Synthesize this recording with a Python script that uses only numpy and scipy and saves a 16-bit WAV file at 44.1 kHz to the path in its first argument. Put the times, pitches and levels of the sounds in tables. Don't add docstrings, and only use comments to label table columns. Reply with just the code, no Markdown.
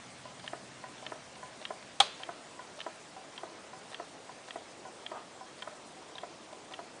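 import sys
import numpy as np
from scipy import signal
from scipy.io import wavfile
from scipy.ndimage import uniform_filter1d

SR = 44100
rng = np.random.default_rng(int(sys.argv[2]) if len(sys.argv) > 2 else 0)


def put_to_file(sound):
    columns = np.atleast_2d(sound).T
    safe = np.clip(columns, -1, 1)
    whole_steps = np.round(safe * 32767)
    wavfile.write(sys.argv[1], SR, whole_steps.astype(np.int16))


def amplitude_ratio(level_db):
    exponent = np.asarray(level_db, float) / 20
    return 10 ** exponent


N = 308700

# start_s, level_db, brightness_db_per_octave
KNOCKS = [(0.532, -25.5, 0), (1.119, -28.5, 0.5), (1.7048, -28, -1.5), (2.289, -28, 1), (2.864, -26, -1),
          (3.4328, -28.5, -1.5), (3.9977, -29, 0), (4.5577, -27.5, -3), (5.116, -29, -2), (5.673, -30, 1),
          (6.233, -28.5, -0.5), (6.79, -30.5, 0.5)]
SNAP_S = 2.0016


def evened(x):
    return x / np.sqrt(np.mean(x ** 2) + 1e-20)


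def read(points, hz):
    point_hz, value = np.transpose(points)
    return np.interp(np.log(hz + 1), np.log(point_hz + 1), value)


def add(mix, start_s, sound):
    part = mix[round(start_s * SR):][:len(sound)]
    part += sound[:len(part)]


def ring(hz, db, t60_s, rise_s):
    t = np.arange(SR // 5)[:, None] / SR
    envelope = amplitude_ratio(db - 60 * t / np.maximum(t60_s, .002)) * (1 - np.exp(-t / rise_s))
    total = (envelope * np.sin(2 * np.pi * hz * t)).sum(1)
    return total / abs(total).max()


def noise(colour, patchy_db):
    frames, hz = N // 256 + 5, np.fft.rfftfreq(1024, 1 / SR)
    real, imag, patches = rng.standard_normal((frames, 513, 3)).T
    patches = uniform_filter1d(patches, size=10, axis=0)
    patches = evened(uniform_filter1d(patches, size=8, axis=1))
    z = (real + 1j * imag) * amplitude_ratio(read(colour, hz)[:, None] + patchy_db * patches)
    return evened(signal.istft(z, nperseg=1024, noverlap=768)[1][:N])


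def can():
    # mode_hz, t60_s, knock_db, touch_db
    can_modes = [(386, 0.052, -5, -8), (427, 0.11, -12, -19), (630, 0.038, -10, 9.5), (673, 0.026, 9, -23),
                 (759, 0.11, -19, 2), (988.5, 0.057, -1, 6), (1008, .25, -30, 0), (1272, 0.032, 0.5, -7),
                 (1464, 0.054, -10.5, 3.5), (1735, 0.024, -5, 5.5), (1888, 0.018, -4, 10),
                 (2635, 0.018, -20, -38)]
    # start_s, level_db, favoured_hz
    taps = [(0.254, -36.5, 990), (0.442, -39.5, 595), (0.577, -48, 627), (0.8395, -33.5, 980),
            (1.026, -39, 622), (1.065, -42, 646), (1.158, -44, 620), (1.361, -46, 797), (1.4295, -35, 760),
            (1.616, -39, 600), (2.2, -38.5, 680), (2.509, -50, 1040), (2.593, -34.5, 940),
            (2.784, -41.5, 610), (3.165, -39.5, 754), (3.383, -41, 1280), (3.476, -45, 974),
            (3.732, -38.5, 750), (3.919, -43, 568), (4.2925, -37.5, 810), (4.479, -42.5, 706),
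            (4.852, -37, 760), (5.409, -37.5, 754), (5.622, -36.5, 1360), (5.73, -46, 626),
            (5.967, -45.5, 730), (6.153, -40.5, 778), (6.5275, -38.5, 705), (6.716, -39.5, 655)]
    # delay_s, level_db
    settle = [(0, 1), (.003, -10.5), (.0078, -10), (.017, -25)]
    mode_shift, settle_spread = .015, .24
    thud_db, thud_top_hz, thud_t60_s = -11, 1700, .04
    firm_tap_db, focus_per_db = -34, 2.5

    out = np.zeros(N)
    hz, t60_s, knock_db, touch_db = np.transpose(can_modes)
    dull = signal.butter(4, [350, thud_top_hz], "band", fs=SR, output="sos")
    t = np.arange(2000) / SR
    for start_s, level_db, tilt in KNOCKS:
        weight, shift = rng.standard_normal((2, len(hz)))
        knock_hz = hz * (1 + mode_shift * shift)
        for delay_s, contact_db in settle:
            spot = rng.standard_normal(len(hz))
            colour_db = knock_db + tilt * np.log2(hz / 700) + 0.39 * weight + 1.5 * spot
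            blow = ring(knock_hz, colour_db, t60_s, 0.0009)
            varied_s = delay_s * (1 + settle_spread * np.tanh(spot[0]))
            add(out, start_s + varied_s, -amplitude_ratio(level_db + contact_db) * blow)
        thud = signal.sosfilt(dull, rng.standard_normal(len(t))) * amplitude_ratio(-60 * t / thud_t60_s)
        add(out, start_s, amplitude_ratio(level_db + thud_db) * thud / abs(thud).max())
    for start_s, level_db, favoured_hz in taps:
        focus = focus_per_db * max(firm_tap_db - level_db, 0)
        chance = rng.standard_normal(len(hz))
        colour_db = touch_db - focus * abs(np.log2(hz / favoured_hz)) + 2.5 * chance
        add(out, start_s - .001, amplitude_ratio(level_db) * ring(hz, colour_db, t60_s, 0.0014))
    return out


def rods():
    # start_s, level_db, main_hz, rebound_db
    ticks = [(0.4775, -25.5, 3110, -12), (1.065, -28.5, 3070, -9), (1.6523, -25.5, 3130, -6),
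             (2.2338, -28.5, 3110, -10), (2.804, -28, 2990, -19), (2.8132, -31, 3070, -10),
             (3.378, -30, 3180, -9), (3.945, -29, 3160, -9), (4.5073, -29, 3170, -9),
             (5.064, -28.5, 3230, -6), (5.6226, -32, 3190, -1), (6.1821, -31.5, 3230, -4),
             (6.737, -33.5, 3120, 1)]
    # mode_hz, t60_s, level_db
    rod_modes = [(1350, 0.011, -12), (1830, 0.012, -5), (2250, 0.011, -8), (2800, .011, -6),
                 (3500, 0.011, -6), (3950, 0.009, -12), (4800, 0.006, -18), (5700, .005, -20)]
    # start_s, peak_db, main_hz
    chatters = [(0.3955, -36.5, 3300), (0.4412, -40, 3400), (0.463, -39, 3220), (0.98, -40, 3500),
                (1.023, -41, 2240), (1.053, -41, 3100), (1.0993, -42, 2550), (1.354, -39, 2870),
                (1.615, -38, 3800), (1.626, -37, 2100), (1.826, -39.5, 2060), (2.195, -44, 2080),
                (2.2205, -41, 2960), (2.7915, -36.5, 3140), (3.3647, -43, 3170), (3.917, -39, 3600),
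                (3.925, -37, 3110), (3.931, -38, 1900), (4.478, -40, 3130), (4.485, -38, 2000),
                (5.5916, -43, 3700), (6.215, -44, 3790), (6.529, -42, 3310), (6.7115, -39, 2770),
                (6.723, -38.5, 4200), (6.745, -40, 3000)]
    # start_s, peak_db, main_hz
    squeaks = [(6.1545, -38, 3730)]
    mode_shift, rebound_s, rebound_spread = .03, .0037, .039

    out = np.zeros(N)
    hz, t60_s, weight_db = np.transpose(rod_modes)
    for start_s, level_db, main_hz, rebound_db in ticks:
        chance, shift = rng.standard_normal((2, len(hz)))
        click_hz = np.r_[main_hz, hz * (1 + mode_shift * shift)]
        click_db = np.r_[0, weight_db + 2.5 * chance]
        click = ring(click_hz, click_db, np.r_[.011, t60_s], .0005)
        add(out, start_s, amplitude_ratio(level_db) * click)
        varied_s = rebound_s * (1 + rebound_spread * shift[0])
        add(out, start_s + varied_s, amplitude_ratio(level_db + rebound_db) * click)
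    t = np.arange(2000) / SR
    stroke = np.exp(-(t / .005) ** 2)
    for table, main_db, main_t60_s in ((chatters, 0, .004), (squeaks, 12, .012)):
        for start_s, peak_db, main_hz in table:
            strength, chance = rng.standard_normal((2, len(t)))
            contacts = strength * (chance > 1.2) * stroke
            contacts[0] = 2
            contact = ring(np.r_[main_hz, hz], np.r_[main_db, .35 * weight_db],
                           np.r_[main_t60_s, .5 * t60_s], 0.0002)
            burst = signal.fftconvolve(contacts, contact)
            add(out, start_s, amplitude_ratio(peak_db) * burst / abs(burst).max())
    return out


def rubbing():
    # turn_share_after_knock, level_db
    rub = [(0, -62), (.15, -66), (.4, -72), (.55, -68), (.7, -68), (.85, -61), (.93, -64), (1, -64)]
    # colour_hz, density_db_per_hz (relative)
    rub_colour = [(200, -43), (600, -23.5), (1200, -25), (2000, -18), (3200, -4), (5000, -5.5),
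                  (10000, -12)]
    knock_s = np.transpose(KNOCKS)[0]
    knock_s = np.r_[2 * knock_s[0] - knock_s[1], knock_s, 2 * knock_s[-1] - knock_s[-2]]
    angle = np.interp(np.arange(N) / SR, knock_s, np.arange(len(knock_s))) % 1
    grain_db = 2.5 * evened(uniform_filter1d(rng.standard_normal(N), size=300))
    return amplitude_ratio(np.interp(angle, *np.transpose(rub)) + grain_db) * noise(rub_colour, 3.0)


def scrape():
    # ring_hz, width_hz, level_db
    scrape_ring = [(780, 78, 4), (948, 8.9, -14), (1060, 63, 0.5), (1170, 43, -4), (1880, 160, -23)]
    start_s, hold_s, slips_per_s = 5.128, .048, 1200
    level_db, release_db_per_s = -43, -500
    slips = rng.standard_normal(N) * (rng.random(N) < slips_per_s / SR)
    hz, width_hz, db = np.transpose(scrape_ring)
    since_s = np.arange(N) / SR - start_s
    stroke_db = level_db + release_db_per_s * np.maximum(since_s - hold_s, 0)
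    resonance = ring(hz, db, 0.85 / width_hz, 0.00054)
    return (since_s > 0) * amplitude_ratio(stroke_db) * evened(signal.oaconvolve(slips, resonance)[:N])


def switch():
    # delay_s, level_db
    bounces = [(0, 5.5), (.0025, 7.5), (.0039, 6), (.0075, -7), (.012, -15)]
    # mode_hz, level_db, t60_s
    housing = [(61, -47, 0.027), (173, -38, 0.056), (516, -42, 0.03), (674, -33, 0.034), (800, -7, 0.042),
               (1040, -15, 0.015), (1200, -17, 0.021), (1486, -23, 0.046), (1900, -25, .025),
               (2287, -16.5, 0.034), (2520, -13, 0.027), (3310, -10.5, 0.029), (3276, -8, 0.026),
               (3645, -9, 0.026), (3910, -6, 0.015), (3900, -5.5, 0.017), (4540, -10, 0.018),
               (4450, -18, .018)]
    snap_db = -16
    out = np.zeros(N)
    hz, weight_db, t60_s = np.transpose(housing)
    for delay_s, level_db in bounces:
        colour_db = weight_db + 1.2 * rng.standard_normal(len(hz))
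        add(out, SNAP_S + delay_s, amplitude_ratio(snap_db + level_db) * ring(hz, colour_db, t60_s, 0.0006))
    return out


def switch_rattle(colour, level_db):
    # band_hz, t60_s
    rattle_t60 = [(500, 0.032), (2000, 0.12), (4000, 0.054), (7000, 0.051), (10000, 0.025)]
    out = np.zeros(N)
    hz, t, z = signal.stft(rng.standard_normal(SR // 8), SR, nperseg=128, noverlap=96)
    z *= amplitude_ratio(read(colour, hz)[:, None] - 60 * t / read(rattle_t60, hz)[:, None])
    burst = signal.istft(z, SR, nperseg=128, noverlap=96)[1]
    add(out, SNAP_S, amplitude_ratio(level_db) * burst / np.std(burst[:400]))
    return out


def room(x):
    # band_hz, t60_s
    room_t60 = [(300, 0.27), (800, 0.29), (2100, 0.75), (4000, 0.36), (6000, 0.28), (9000, 0.23)]
    taps, at = np.zeros(SR // 2), np.arange(400, SR // 2 - 20, 20)
    taps[at + rng.integers(0, 20, len(at))] = rng.choice([-1., 1.], len(at))
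    hz, t, z = signal.stft(taps, SR, nperseg=256)
    fall_db = -60 * t / read(room_t60, hz)[:, None]
    z *= amplitude_ratio(fall_db) + amplitude_ratio(-26.5 + 0.3 * fall_db)
    tail = signal.istft(z, SR, nperseg=256)[1]
    return signal.fftconvolve(x, tail / np.linalg.norm(tail))[:N]


def background():
    # colour_hz, density_db_per_hz (relative)
    floor = [(15, -50), (25, -37), (54, -22), (141, -19), (233, 3.5), (307, -4.5), (366, -19), (620, -2),
             (1100, -5), (1350, -4), (2230, -5.5), (8220, -13), (10000, -16), (13100, -67.5), (22000, -120)]
    floor_db, hiss_db_per_s = -53.8, -0.29
    mids_start_db, mids_db_per_s, mids_wander_db = -57, 0.4944, 0.67
    rumble_start_db, rumble_rest_db, rumble_fall_s = -63, -67, 1.5
    hum_peak_db, hum_peak_s, hum_db_per_s = -61, 0.26, -5.5

    t = np.arange(N) / SR
    hiss = amplitude_ratio(floor_db + hiss_db_per_s * (t - t.mean())) * noise(floor, 1.5)
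    treble = signal.sosfilt(signal.butter(2, 5500, "high", fs=SR, output="sos"), hiss)
    flicker = amplitude_ratio(2.0 * evened(uniform_filter1d(rng.standard_normal(N), size=1200)))
    mids = noise([(150, -54.5), (280, 1.5), (650, 1.0), (1200, -6.0), (3000, -41.5)], 1.2)
    wander = evened(uniform_filter1d(rng.standard_normal(N), size=9000))
    mids_db = mids_start_db + mids_db_per_s * t + mids_wander_db * wander
    rumble = noise([(40, -13.5), (80, -5.5), (125, 5.0), (200, 6.0), (400, -31.0), (2000, -80)], 0.72)
    rumble_db = rumble_rest_db + (rumble_start_db - rumble_rest_db) * np.exp(-t / rumble_fall_s)
    hum_db = hum_peak_db + hum_db_per_s * abs(t - hum_peak_s)
    drone = amplitude_ratio(rumble_db) * rumble + amplitude_ratio(hum_db) * hum()
    return hiss + (flicker - 1) * treble + amplitude_ratio(mids_db) * mids + drone


def hum():
    # pitch_hz, level_db, waver_hz (rms)
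    tones = [(86, -11.5, 1.46), (124, -0.5, 1.8), (139, -3.5, 2), (185.5, -3.5, 2.3), (248, -4, 1.6)]
    wander = rng.standard_normal((len(tones), N))
    wander = evened(uniform_filter1d(wander, size=6000, axis=1))
    out = np.zeros(N)
    for (pitch_hz, level_db, waver_hz), drift in zip(tones, wander):
        phase = 2 * np.pi * np.cumsum(pitch_hz + waver_hz * drift) / SR
        out += amplitude_ratio(level_db) * np.sin(phase)
    return out


def scene():
    # colour_hz, density_db_per_hz (relative)
    rattle_colour = [(200, -52), (450, -37), (750, -6.5), (1200, -7), (2000, -25), (2700, -23), (3200, -9),
                     (4300, -9.5), (5000, -19), (7500, -18.5), (9500, -15.5), (10500, -41)]
    # colour_hz, density_db_per_hz (relative)
    returned_colour = [(180, -51), (300, -24), (385, 4), (814, 4), (1120, -10), (1900, -16.5), (2700, -12),
                       (3200, -4), (4400, -3.5), (5200, -10), (10000, -16), (13000, -46), (22000, -120)]
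    rattle_db, returned_rattle_db = -21, -31.5
    can_send_db, rods_send_db, snap_send_db = -11.5, -21, -41

    no_bass = signal.butter(2, 220, "high", fs=SR, output="sos")
    tin = signal.sosfilt(no_bass, can() + scrape())
    wires = signal.sosfilt(no_bass, rods())
    snap = switch()
    no_lows = signal.butter(3, 400, "high", fs=SR, output="sos")
    rattle = signal.sosfilt(no_lows, switch_rattle(rattle_colour, rattle_db))
    engine_send = amplitude_ratio(can_send_db) * tin + amplitude_ratio(rods_send_db) * wires
    switch_send = amplitude_ratio(snap_send_db) * snap + switch_rattle(returned_colour, returned_rattle_db)
    echo = room(engine_send + switch_send)
    mono = tin + wires + snap + rattle + echo + rubbing() + background()
    return np.array([mono, mono])


def roll_off(x):
    return signal.sosfilt(signal.butter(12, 10200, fs=SR, output="sos"), x)


def record(dry):
    edge = signal.firwin(511, 10070, window=("kaiser", 8), fs=SR)
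    mix = signal.oaconvolve(dry, edge[None], "same")
    return roll_off(mix)


dry = scene()
out = record(dry)
put_to_file(out)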